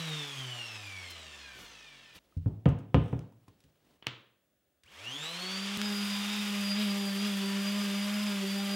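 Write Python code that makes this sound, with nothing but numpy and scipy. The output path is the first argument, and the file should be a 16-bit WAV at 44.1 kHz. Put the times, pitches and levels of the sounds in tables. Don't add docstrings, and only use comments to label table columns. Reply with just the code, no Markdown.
import sys
import numpy as np
from scipy import signal
from scipy.fft import rfft, irfft, next_fast_len
from scipy.io import wavfile

SR = 44100
rng = np.random.default_rng(int(sys.argv[2]) if len(sys.argv) > 2 else 0)


def log_audio(samples):
    frames = np.atleast_2d(samples).T
    limited = np.clip(frames, -1, 1)
    pcm = np.round(limited * 32767).astype(np.int16)
    wavfile.write(sys.argv[1], SR, pcm)


N = 385875
TIME = np.arange(N) / SR

COAST_END_S, SWITCH_ON_S = 2.19, 4.84
COAST_FROM_HZ, DRAG_S, FRICTION_HZ_PER_S = 165.7, 2.258, 17.3
SPIN_UP_FROM_S, FREE_HZ, SPIN_UP_S, TOUCH_S = 4.8115, 214.0, 0.3266, 5.78
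WORKING_HZ = 200
# (time [s], speed [turns/s])
SANDING_SPEED = [(5.77, 202.6), (5.83, 207.6), (5.93, 203.8), (6.07, 202.3), (6.26, 203.8), (6.34, 207.2),
                 (6.68, 200.4), (6.745, 200.4), (6.785, 209), (6.83, 209.2), (6.885, 201.5), (6.93, 199),
                 (6.98, 201.6), (7.06, 198.3), (7.14, 196.8), (7.2, 199.5), (7.265, 207), (7.325, 199.3),
                 (7.37, 196.9), (7.5, 197.8), (7.64, 199.6), (7.73, 203), (7.82, 204.1), (7.89, 199.3),
                 (7.97, 201), (8.17, 207.2), (8.27, 207.6), (8.32, 200.5), (8.45, 194.8), (8.58, 199.1),
                 (8.75, 199.5)]
TREMBLE, DRIVEN_TREMBLE = 0.004, 0.004
JUMP_S, JUMP_TURNS = 5.7735, 0.6
DIP_DB, DIP_S = 8, 0.0085

THRUM_DB, THRUM_PER_OCTAVE_DB = -42, 21.5
BUZZ_DB, BUZZ_PER_OCTAVE_DB = -54, 9
FAN_HISS_DB, FAN_HISS_PER_OCTAVE_DB = -55, 11
AIR_DB, AIR_PER_OCTAVE_DB, DRIVEN_AIR_PER_OCTAVE_DB = -39, 8.5, 10.5
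WHINE_DB, WHINE_PER_OCTAVE_DB, DRIVEN_WHINE_PER_OCTAVE_DB = -52.5, 5.5, -4.5
NEAR_BENCH_DB = 8.5
# (pitch [Hz], width [Hz], loss by the bench [dB], loss when lifted [dB])
NODES = [(114, 7, 8, 2), (141, 7, 13, 11), (163, 9, 5, 11), (183, 10, 0, 7)]
# (time [s], gain [dB])
PRESSURE = [(5.77, 3.5), (5.83, 6.5), (6.05, 6), (6.28, 4), (6.7, 9), (7.4, 9.5), (7.95, 8.5), (8.3, 9),
            (8.74, 9)]
BUZZ_FOLLOWS, AIR_CHOKES = 0.15, 0.31
# (time [s], level [dB])
SECOND_HUM = [(0, -57), (.6, -63.5), (2.19, -85.5), (4.9, -98), (5.15, -56.5), (5.33, -66), (5.47, -58),
              (5.85, -52), (6.2, -63), (6.4, -52), (6.55, -59.5), (7.05, -52.5), (7.5, -48), (7.78, -57.5),
              (7.92, -55), (8.23, -65), (8.35, -49.5), (8.75, -51)]
# (time [s], level [dB])
THIRD_HUM = [(0, -50), (.6, -66), (2.19, -75), (4.9, -73.5), (5.27, -58), (5.6, -60), (5.9, -58.5),
             (6.35, -69), (6.55, -58.5), (6.92, -52.5), (7.35, -57.5), (7.55, -54), (8.15, -51.5),
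             (8.75, -51)]
# (multiple of the shaft speed, relative level [dB])
BUZZ = [(4, -10), (6, -9.5), (7, -9.5), (12, -12.5), (17, -11), (20, -22), (30, -46), (35, -16)]
# (frequency [Hz], level [dB])
AIR = [(40, -38), (150, -13), (300, -10), (800, -4), (1100, 0), (1500, -0.5), (1900, 0.5), (2600, 3.5),
       (3400, 5), (4000, -3.5), (5500, -4.5), (7500, -10), (10000, -17.5), (15000, -51)]
# (frequency [Hz], level [dB])
GRIT = [(100, -1), (330, 10.5), (1000, 3), (3000, 4), (4500, 9.5), (6000, -6), (7300, 6.5), (8500, 6.5),
        (10000, 6.5), (12500, 5.5), (15500, -0.5)]
GRIT_DB, GRIT_BITE_S = -53, 0.13
# (time [s], length [s], loss [dB])
SKIPS = [(6.753, 0.052, 22)]
SING_HZ, SING_T60_S, SING_DB, SING_BUZZ_DB, SING_BUILD_S = 1790, 0.28, -65, -5, 0.14
# (time [s], length [s], gain [dB])
SING_SWELLS = [(7.52, 0.34, 10)]

BLADES, SLOTS = 18, 12
# (coasting level [dB], driven level [dB], clock time when fully in [s])
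WHINE = [(-6, -4, 5.22), (7, 3.5, 5.08), (-4, -17, 4.3), (-4.5, -4, 5.14), (-7, -19, 5.2), (-5.5, -27, 4.6),
         (-8.5, -27, 5.9), (-7, -38, 6.1), (-12, -46, 5.2), (-11, -48, 5.2), (-19, -45, 5.2)]
WHINE_BUILD_DB_PER_S = 130
WHINE_WAVER_DB, FREE_FLICKER_DB, LOAD_FLICKER_DB = 3.0, 2.5, 3.6
WHINE_SWING = 0.42
# (frequency [Hz], level [dB])
VENTS = [(400, -39), (1250, -20), (1600, -8.5), (1850, -16), (2250, 1), (3000, 1), (4000, 0.5),
         (4900, -2.5), (5600, -4.5), (6600, -6.5), (7400, -4.5), (8400, -9), (10000, -14), (12000, -16),
         (14000, -21), (15500, -25)]
# (time [s], length [s], gain [dB])
WHINE_SWELLS = [(5.17, 0.2, 2), (5.6, .16, 4), (5.87, .08, 5), (6.05, 0.25, 7), (6.23, .06, -7),
                (6.69, 0.1, 12), (6.83, .06, 4), (6.95, .07, -3), (7.07, .06, 4), (7.27, 0.07, 5.5),
                (7.5, .08, 3.5), (7.6, 0.08, -5), (7.82, 0.09, 6), (7.97, .06, 4), (8.37, .07, -6),
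                (8.53, .05, -5)]
# (time [s], length [s], multiple of the shaft speed, gain [dB])
TONE_SWELLS = [(.36, .12, 48, 5), (.68, .36, 48, 8), (1.2, .18, 48, 5), (1.87, .3, 48, 5),
               (1.36, .22, 36, 4), (1.75, .16, 60, 4), (.51, .1, 60, 5), (1.02, .24, 60, 7),
               (1.38, .14, 60, 3), (2.02, .2, 60, 4), (.57, .14, 72, 5), (1.39, .14, 72, 4),
               (2.08, .25, 72, 4), (1.46, .16, 96, 4), (1.72, .22, 108, 13), (1.2, .16, 24, -6),
               (.2, .5, 84, -7), (.1, .3, 72, -7), (.1, .3, 60, -5), (.15, .2, 48, -4), (5.42, .3, 18, 5),
               (5.85, .08, 18, 9), (6.25, .4, 18, 10), (6.8, .07, 18, 10), (7.62, .25, 18, -12)]

# (time [s], length [s], palm rumble [dB], skin swish [dB])
WIPES = [(0.393, .06, -58, -61.5), (1.109, 0.023, -70, -48.5), (1.612, 0.14, -57.5, -56.5),
         (2.164, 0.031, -60, -55.5), (2.312, 0.62, -73, -77.5), (3.69, 0.99, -75, -81),
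         (3.907, 0.12, -70.5, -77.5)]
# (frequency [Hz], level [dB])
PALM = [(50, -7), (130, -8.5), (300, -9.5), (700, -16), (2000, -27.5), (8000, -48.5)]
# (frequency [Hz], level [dB])
SKIN = [(800, -1.5), (3000, 9.5), (8000, -1), (15000, -4)]
# (time [s], thud [dB], thud pitch [Hz], push on the modes [dB],
# contact cut-off [Hz], crack [dB])
BUMPS = [(2.367, -23, 86.7, -30.5, 160, -56.5), (2.46, -15.5, 110, -29, 353, -30),
         (2.6567, -12, 135, -16.5, 1050, -18.5), (2.9447, -15.5, 126, -14, 1570, -17),
         (3.128, -21, 121, -29, 690, -27.5), (3.481, -48, 109, -58.5, 1173, -52),
         (3.642, -66, 118, -58.5, 393, -71), (4.067, -36.5, 122, -59, 491, -73.5)]
# (pitch [Hz], relative level [dB], t60 [s])
HOUSING = [(66.4, -3, 0.24), (85, -4, 0.33), (107, -8, 0.85), (119.4, -14.5, 0.38), (156.4, 2.5, 0.26),
           (214, -22.5, 0.47), (269.5, 5.5, 0.076), (285, -0.5, 0.14), (371, -18.5, 0.18),
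           (419, -14.5, 0.23), (490, -2.5, 0.079), (553, -16.5, 0.31), (700, -11.5, 0.11),
           (765, -18.5, 0.067), (915, -24.5, 0.25), (1033, -19.5, .17), (1215, -22, .22),
           (1260, -10.5, 0.057), (1534, -32, 0.15), (1750, -27.5, .22), (2019, -35.5, .3), (2820, -32, .25),
           (3200, -34.5, .35), (3450, -32.5, .25)]
# (frequency [Hz], level [dB])
CRACK = [(30, -14.5), (80, -2), (200, 17.5), (330, 9.5), (480, 2.5), (800, -1.5), (1200, -7), (2000, -12),
         (3100, -8), (4200, -21.5), (6000, -25.5), (15000, -28)]
# (time [s], pitch [Hz], level [dB], t60 [s])
TAPS = [(2.324, 1260, -60, 0.035), (3.323, 915, -61, 0.041), (3.48, 1050, -56, 0.063)]
# (time [s], level [dB], t60 [s])
TICKS = [(2.372, -65, 0.037), (2.48, -63, .02), (2.688, -54, 0.058), (2.787, -63, 0.074),
         (3.192, -48.5, 0.0084), (3.323, -70, 0.016), (3.481, -60.5, 0.04), (3.604, -62, 0.033),
         (3.638, -64, 0.047), (4.835, -56.5, 0.03), (4.862, -61.5, 0.02)]
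# (frequency [Hz], level [dB])
TICK = [(300, -6.5), (1000, -5.5), (3000, 5.5), (7000, -1.5), (11000, -4.5), (15500, -21)]
# (time [s], length [s], level [dB])
SLIDES = [(3.073, 0.25, -66)]
# (frequency [Hz], level [dB])
RIM = [(500, 0.5), (2800, -9), (3600, -1), (4300, -18), (5800, -11), (7000, -18), (8000, -12),
       (15000, -26.5)]
# (time [s], level [dB], t60 [s], contact cut-off [Hz])
CLACKS = [(4.025, -45, 0.028, 4500), (4.043, -50, .04, 2500), (4.0648, -41, 0.013, 3500),
          (4.0688, -24.5, 0.018, 14000), (4.078, -42, .06, 14000)]
# (frequency [Hz], level [dB])
CLACK = [(50, -39), (110, 4), (330, 6.5), (750, -4.5), (1150, 3), (1800, 2), (2500, 4), (3150, 7.5),
         (4000, 0), (5500, -11.5), (7000, -16), (10000, -33), (15000, -42)]
# (pitch [Hz], level against the contact's click [dB], t60 [s])
SHELL = [(1193, -11, .02), (2586, -10, 0.008), (3000, -6, 0.024), (3300, -16, .009)]
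CLACK_ROOM_DB = -8.5

# (time [s], level before colour [dB], brightness [dB per octave])
POPS = [(5.7735, -13, 7), (5.8162, -6.5, 0)]
# (frequency [Hz], level [dB])
POP = [(100, -10), (800, -14), (1300, 7.5), (4000, 4.5), (7000, -4.5), (15000, -16)]
POP_PIVOT_HZ = 5000
FLUTTER_S, FLUTTER_LAG_S, WHINE_FLUTTER = 5.775, 0.042667, 0.24
# (time [s], length [s], level [dB])
RASPS = [(6.813, 0.09, -42), (7.26, 0.087, -47)]
# (frequency [Hz], level [dB])
RASP = [(200, -45), (1500, -18), (2700, -4), (3300, -3), (3800, -4), (4300, -12), (8000, -26)]

# (frequency [Hz], t60 [s])
ROOM_T60 = [(60, .4), (250, 0.53), (1000, 0.53), (3000, 0.47), (6000, 0.37), (14000, 0.12)]
# (frequency [Hz], level [dB])
QUIET = [(38, -31), (65, -3), (158, -4.5), (335, -3.5), (450, -8.5), (565, -2), (912, -19), (1610, -14),
         (2370, -18.5), (3500, -17), (4400, -22.5), (15000, -23)]
QUIET_DB = -78
# (frequency [Hz], level [dB])
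HISS = [(100, -2), (1000, -1), (5000, -1), (10000, 0.42), (15000, -2)]
HISS_DB = -90.5
WHISTLE_HZ, WHISTLE_DB = 15633, -86.5
# (frequency [Hz], side against mid [dB])
WIDTH = [(100, -11), (200, -65), (400, -9.5), (600, -14.5), (1000, -13.5), (2200, -25), (4500, -17),
         (8000, -8), (13000, -4)]
WIDEN_S, NARROW_DB = 1.54, -21
CUTOFF_HZ = 15850


def from_db(db):
    return 10 ** (np.asarray(db) / 20)


def rms_one(x):
    return x / np.sqrt(np.mean(x ** 2) + 1e-20)


def in_time(rows):
    s, *columns = np.transpose(rows)
    return np.array([np.interp(TIME, s, c) for c in columns])


def at_hz(points, hz):
    f, value = np.transpose(points)
    return np.interp(np.log(hz + 1e-9), np.log(f), value)


def colour(x, spectrum):
    gain = from_db(at_hz(spectrum, np.fft.rfftfreq(len(x), 1 / SR)))
    return irfft(rfft(x) * gain, len(x))


def noise(spectrum):
    white = rng.standard_normal(next_fast_len(N))
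    return rms_one(colour(white, spectrum)[:N])


def drift(rate):
    return np.interp(TIME * np.clip(rate, 0, 400), np.arange(4000), rng.standard_normal(4000))


def swell(s, length):
    return np.exp(-(2 * (TIME - s) / length) ** 2)


def swells(table):
    return sum(db * swell(s, length) for s, length, db in table)


def swell_gain(table):
    return sum(from_db(db) * swell(s, length) for s, length, db in table)


def fade(s, t60):
    return (TIME >= s) * from_db(-60 * np.clip((TIME - s) / t60, 0, 4))


def fade_energy(t60):
    return t60 * SR / (2 * np.log(1000))


def click(s, db):
    return from_db(db) * signal.unit_impulse(N, int(s * SR))


def ring(force, hz, t60):
    r, w = from_db(-60 / (t60 * SR)), 2 * np.pi * hz / SR
    return signal.lfilter([0, np.sin(w)], [1, -2 * r * np.cos(w), r * r], force + 1e-18)


def soften(x, hz):
    return signal.sosfilt(signal.butter(2, min(hz, CUTOFF_HZ), fs=SR, output="sos"), x + 1e-18)


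def workshop(x, gap_s=0.011):
    t, tail = TIME[:SR], 0
    edges = np.geomspace(40, 17000, 10)
    for low, high in zip(edges, edges[1:]):
        band_filter = signal.butter(2, [low, high], "band", fs=SR, output="sos")
        band = signal.sosfilt(band_filter, rng.standard_normal(SR))
        t60 = at_hz(ROOM_T60, np.sqrt(low * high))
        tail = tail + band * 1000 ** (-t / t60) * (t > gap_s)
    return signal.fftconvolve(x, tail / np.linalg.norm(tail))[:N]


def shaft_speed():
    drag_offset = FRICTION_HZ_PER_S * DRAG_S
    coast = (COAST_FROM_HZ + drag_offset) * np.exp(-TIME / DRAG_S) - drag_offset
    since_start = np.maximum(TIME, SWITCH_ON_S) - SPIN_UP_FROM_S
    spin_up = FREE_HZ * (1 - np.exp(-since_start / SPIN_UP_S))
    return np.select([TIME < COAST_END_S, TIME < TOUCH_S], [coast, spin_up], in_time(SANDING_SPEED)[0])


def sander_levels(speed, coasting):
    octaves = np.log2(speed / WORKING_HZ)
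    pressure_db, = in_time(PRESSURE)
    nodes_db = sum(np.where(coasting, bench_db, lifted_db) * np.exp(-((speed - hz) / width) ** 2)
                   for hz, width, bench_db, lifted_db in NODES)
    thrum_db = THRUM_DB + THRUM_PER_OCTAVE_DB * octaves + NEAR_BENCH_DB * coasting - nodes_db + pressure_db
    buzz_db = BUZZ_DB + BUZZ_PER_OCTAVE_DB * octaves + BUZZ_FOLLOWS * pressure_db
    whine_db = WHINE_DB + np.where(coasting, WHINE_PER_OCTAVE_DB, DRIVEN_WHINE_PER_OCTAVE_DB) * octaves
    air_slope_db = np.where(coasting, AIR_PER_OCTAVE_DB, DRIVEN_AIR_PER_OCTAVE_DB)
    air_db = AIR_DB + air_slope_db * octaves - AIR_CHOKES * pressure_db
    hiss_db = FAN_HISS_DB + FAN_HISS_PER_OCTAVE_DB * octaves
    return thrum_db, buzz_db, whine_db, air_db, hiss_db


def partial(angle, multiple, waver_db):
    phase = 2 * np.pi * rng.random()
    return from_db(waver_db * drift(25)) * np.sqrt(2) * np.sin(multiple * angle + phase)


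def casing_buzz(angle):
    return sum(from_db(at_hz(BUZZ, k)) * partial(angle, k, waver_db=4.5) for k in range(4, 36))


def whine(angle, speed, coasting):
    multiples = [BLADES] + [SLOTS * k for k in range(2, len(WHINE) + 1)]
    slots_db, tones = swells(WHINE_SWELLS), 0
    for k, (coast_db, driven_db, full_s) in zip(multiples, WHINE):
        own_db = swells([(s, length, db) for s, length, multiple, db in TONE_SWELLS if multiple == k])
        build_db = WHINE_BUILD_DB_PER_S * np.minimum(TIME - full_s, 0)
        flicker_db = np.where(TIME > TOUCH_S, LOAD_FLICKER_DB, FREE_FLICKER_DB) * drift(65)
        db = np.where(coasting, coast_db, driven_db + build_db) + flicker_db + own_db
        db = db + slots_db * (k != BLADES) + at_hz(VENTS, k * speed)
        audible = k * speed < CUTOFF_HZ
        tones = tones + from_db(db) * audible * partial(angle, k, waver_db=WHINE_WAVER_DB)
    return tones * (1 + WHINE_SWING * np.sin(angle) + 0.13 * np.sin(2 * angle))


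def casing_ring(buzz, coasting):
    by_noise = rms_one(ring(rng.standard_normal(N), SING_HZ, SING_T60_S))
    by_buzz = ring(buzz, SING_HZ, SING_T60_S) / fade_energy(SING_T60_S)
    sing = from_db(SING_DB) * by_noise + from_db(SING_BUZZ_DB) * by_buzz
    stirred = np.where(coasting, 1, np.clip((TIME - SWITCH_ON_S) / SING_BUILD_S, 0, 1))
    return from_db(swells(SING_SWELLS)) * stirred * sing


def rushing_air(angle, air_db):
    return from_db(air_db + 0.092 * np.sin(angle) + 1.24 * drift(60)) * noise(AIR)


def grit_and_fan_hiss(angle, hiss_db):
    bite = np.clip((TIME - TOUCH_S) / GRIT_BITE_S, 0, 1) * from_db(GRIT_DB - swells(SKIPS))
    level = np.hypot(bite, from_db(hiss_db))
    return level * from_db(0.59 * np.sin(angle) + 2.3 * drift(300)) * noise(GRIT)


def sander():
    coasting, speed = TIME < COAST_END_S, shaft_speed()
    thrum_db, buzz_db, whine_db, air_db, hiss_db = sander_levels(speed, coasting)
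    tremble = np.where(coasting, TREMBLE, DRIVEN_TREMBLE * np.sqrt(WORKING_HZ / speed)) * drift(120)
    angle = 2 * np.pi * np.cumsum(speed * (1 + tremble)) / SR
    thrum_angle = angle - 2 * np.pi * JUMP_TURNS * (TIME > JUMP_S)
    thrum = from_db(thrum_db) * partial(thrum_angle, 1, waver_db=0.8)
    second = from_db(in_time(SECOND_HUM)[0]) * partial(angle, 2, waver_db=5.0)
    third = from_db(in_time(THIRD_HUM)[0]) * partial(angle, 3, waver_db=4.0)
    buzz = from_db(buzz_db) * casing_buzz(angle)
    fan_whine = from_db(whine_db) * whine(angle, speed, coasting)
    tones = buzz + fan_whine
    dip = from_db(-DIP_DB * (TIME > JUMP_S) * np.exp(-np.abs(TIME - JUMP_S) / DIP_S))
    noises = rushing_air(angle, air_db) + grit_and_fan_hiss(angle, hiss_db) + rasps(angle)
    room = from_db(-9.5) * workshop(tones)
    machine = dip * (noises + casing_ring(buzz, coasting) + tones + room) + pops()
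    repeats = flutter(machine - (1 - WHINE_FLUTTER) * dip * fan_whine)
    running = coasting | (TIME > SWITCH_ON_S)
    return running * (dip * thrum + second + third + machine + repeats)


def wipes():
    palm = swell_gain([(s, length, palm_db) for s, length, palm_db, _ in WIPES])
    skin = swell_gain([(s, length, skin_db) for s, length, _, skin_db in WIPES])
    return from_db(1.8 * drift(120)) * (palm * noise(PALM) + skin * noise(SKIN))


def bumps(thud_t60=0.16, rise_t60=0.016, crack_t60=0.049, crack_reach=2.3):
    thud, force, cracks = np.zeros((3, N))
    for s, thud_db, thud_hz, ring_db, contact_hz, crack_db in BUMPS:
        envelope = fade(s, thud_t60) - fade(s, rise_t60)
        thud -= from_db(thud_db) * envelope * np.sin(2 * np.pi * thud_hz * (TIME - s))
        force -= soften(click(s, ring_db), contact_hz)
        crack = snaps([(s, crack_db, crack_t60)], CRACK, room_db=-8.0, wall_hz=9000)
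        cracks += soften(crack, crack_reach * contact_hz)
    modes = sum((-1) ** k * ring(force, hz, t60) * from_db(db - 4.5)
                for k, (hz, db, t60) in enumerate(HOUSING))
    return thud + modes + cracks + workshop(from_db(-12.5) * thud + from_db(-15.0) * modes)


def snaps(table, spectrum, room_db, wall_hz):
    direct = sum(from_db(db) * fade(s, t60) for s, db, t60 in table) * noise(spectrum)
    clicks = sum(click(s, db) * np.sqrt(fade_energy(t60)) for s, db, t60 in table)
    unit = np.linalg.norm(colour(signal.unit_impulse(SR), spectrum))
    return direct + from_db(room_db) * workshop(soften(colour(clicks, spectrum), wall_hz) / unit)


def taps():
    return sum(ring(click(s, db), hz, t60) for s, hz, db, t60 in TAPS)


def ticks():
    return snaps(TICKS, TICK, room_db=-9.5, wall_hz=9000)


def slides():
    return swell_gain(SLIDES) * from_db(2.0 * drift(200)) * noise(RIM)


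def clacks():
    grain, crack, force, burst = noise(CLACK), 0, 0, 0
    for s, db, t60, contact_hz in CLACKS:
        contact = soften(click(s, db), contact_hz)
        crack = crack + soften(soften(from_db(db) * fade(s, t60) * grain, contact_hz), contact_hz)
        force = force + contact
        burst = burst + soften(contact, contact_hz) * np.sqrt(fade_energy(t60))
    shell = sum(from_db(db) * ring(force, hz, t60) for hz, db, t60 in SHELL)
    unit = np.linalg.norm(colour(signal.unit_impulse(SR), CLACK))
    return crack + shell + from_db(CLACK_ROOM_DB) * workshop(colour(burst, CLACK) / unit, gap_s=0.0068)


def pops():
    total = 0
    for s, db, tilt in POPS:
        tilted = [(hz, level + tilt * np.log2(hz / POP_PIVOT_HZ)) for hz, level in POP]
        total = total + colour(click(s, db), tilted)
    return total


def flutter(x):
    first, fading = 0.36, 0.68
    size = next_fast_len(N + SR)
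    delay = np.exp(-2j * np.pi * np.fft.rfftfreq(size, 1 / SR) * FLUTTER_LAG_S)
    upper = signal.sosfilt(signal.butter(2, 600, "high", fs=SR, output="sos"), x * (TIME > FLUTTER_S))
    return irfft(rfft(upper, size) * first * delay / (1 - fading * delay), size)[:N]


def rasps(angle):
    return swell_gain(RASPS) * from_db(3 * np.sin(angle) + 2.8 * drift(140)) * noise(RASP)


def scene():
    tool = sander()
    handling = wipes() + bumps() + taps() + ticks() + slides() + clacks()
    whistle = from_db(WHISTLE_DB) * np.sqrt(2) * np.sin(2 * np.pi * WHISTLE_HZ * TIME)
    mid = tool + handling + whistle + from_db(QUIET_DB) * noise(QUIET)
    scatter = rng.standard_normal(SR // 10) * fade(0, 0.2)[:SR // 10]
    smeared = signal.fftconvolve(tool, scatter / np.linalg.norm(scatter))[:N]
    narrowing_db = NARROW_DB * np.clip(1 - (TIME - FLUTTER_S) / WIDEN_S, 0, 1)
    opening = from_db(narrowing_db) * (TIME > FLUTTER_S)
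    side = colour(smeared, WIDTH) * opening + from_db(HISS_DB) * noise(HISS)
    return np.array([mid + side, mid - side])


def record(dry):
    lean = signal.sosfilt(signal.butter(4, 42, "high", fs=SR, output="sos"), dry)
    return signal.sosfilt(signal.ellip(12, 0.1, 80, CUTOFF_HZ, fs=SR, output="sos"), lean)


dry = scene()
out = record(dry)
log_audio(out)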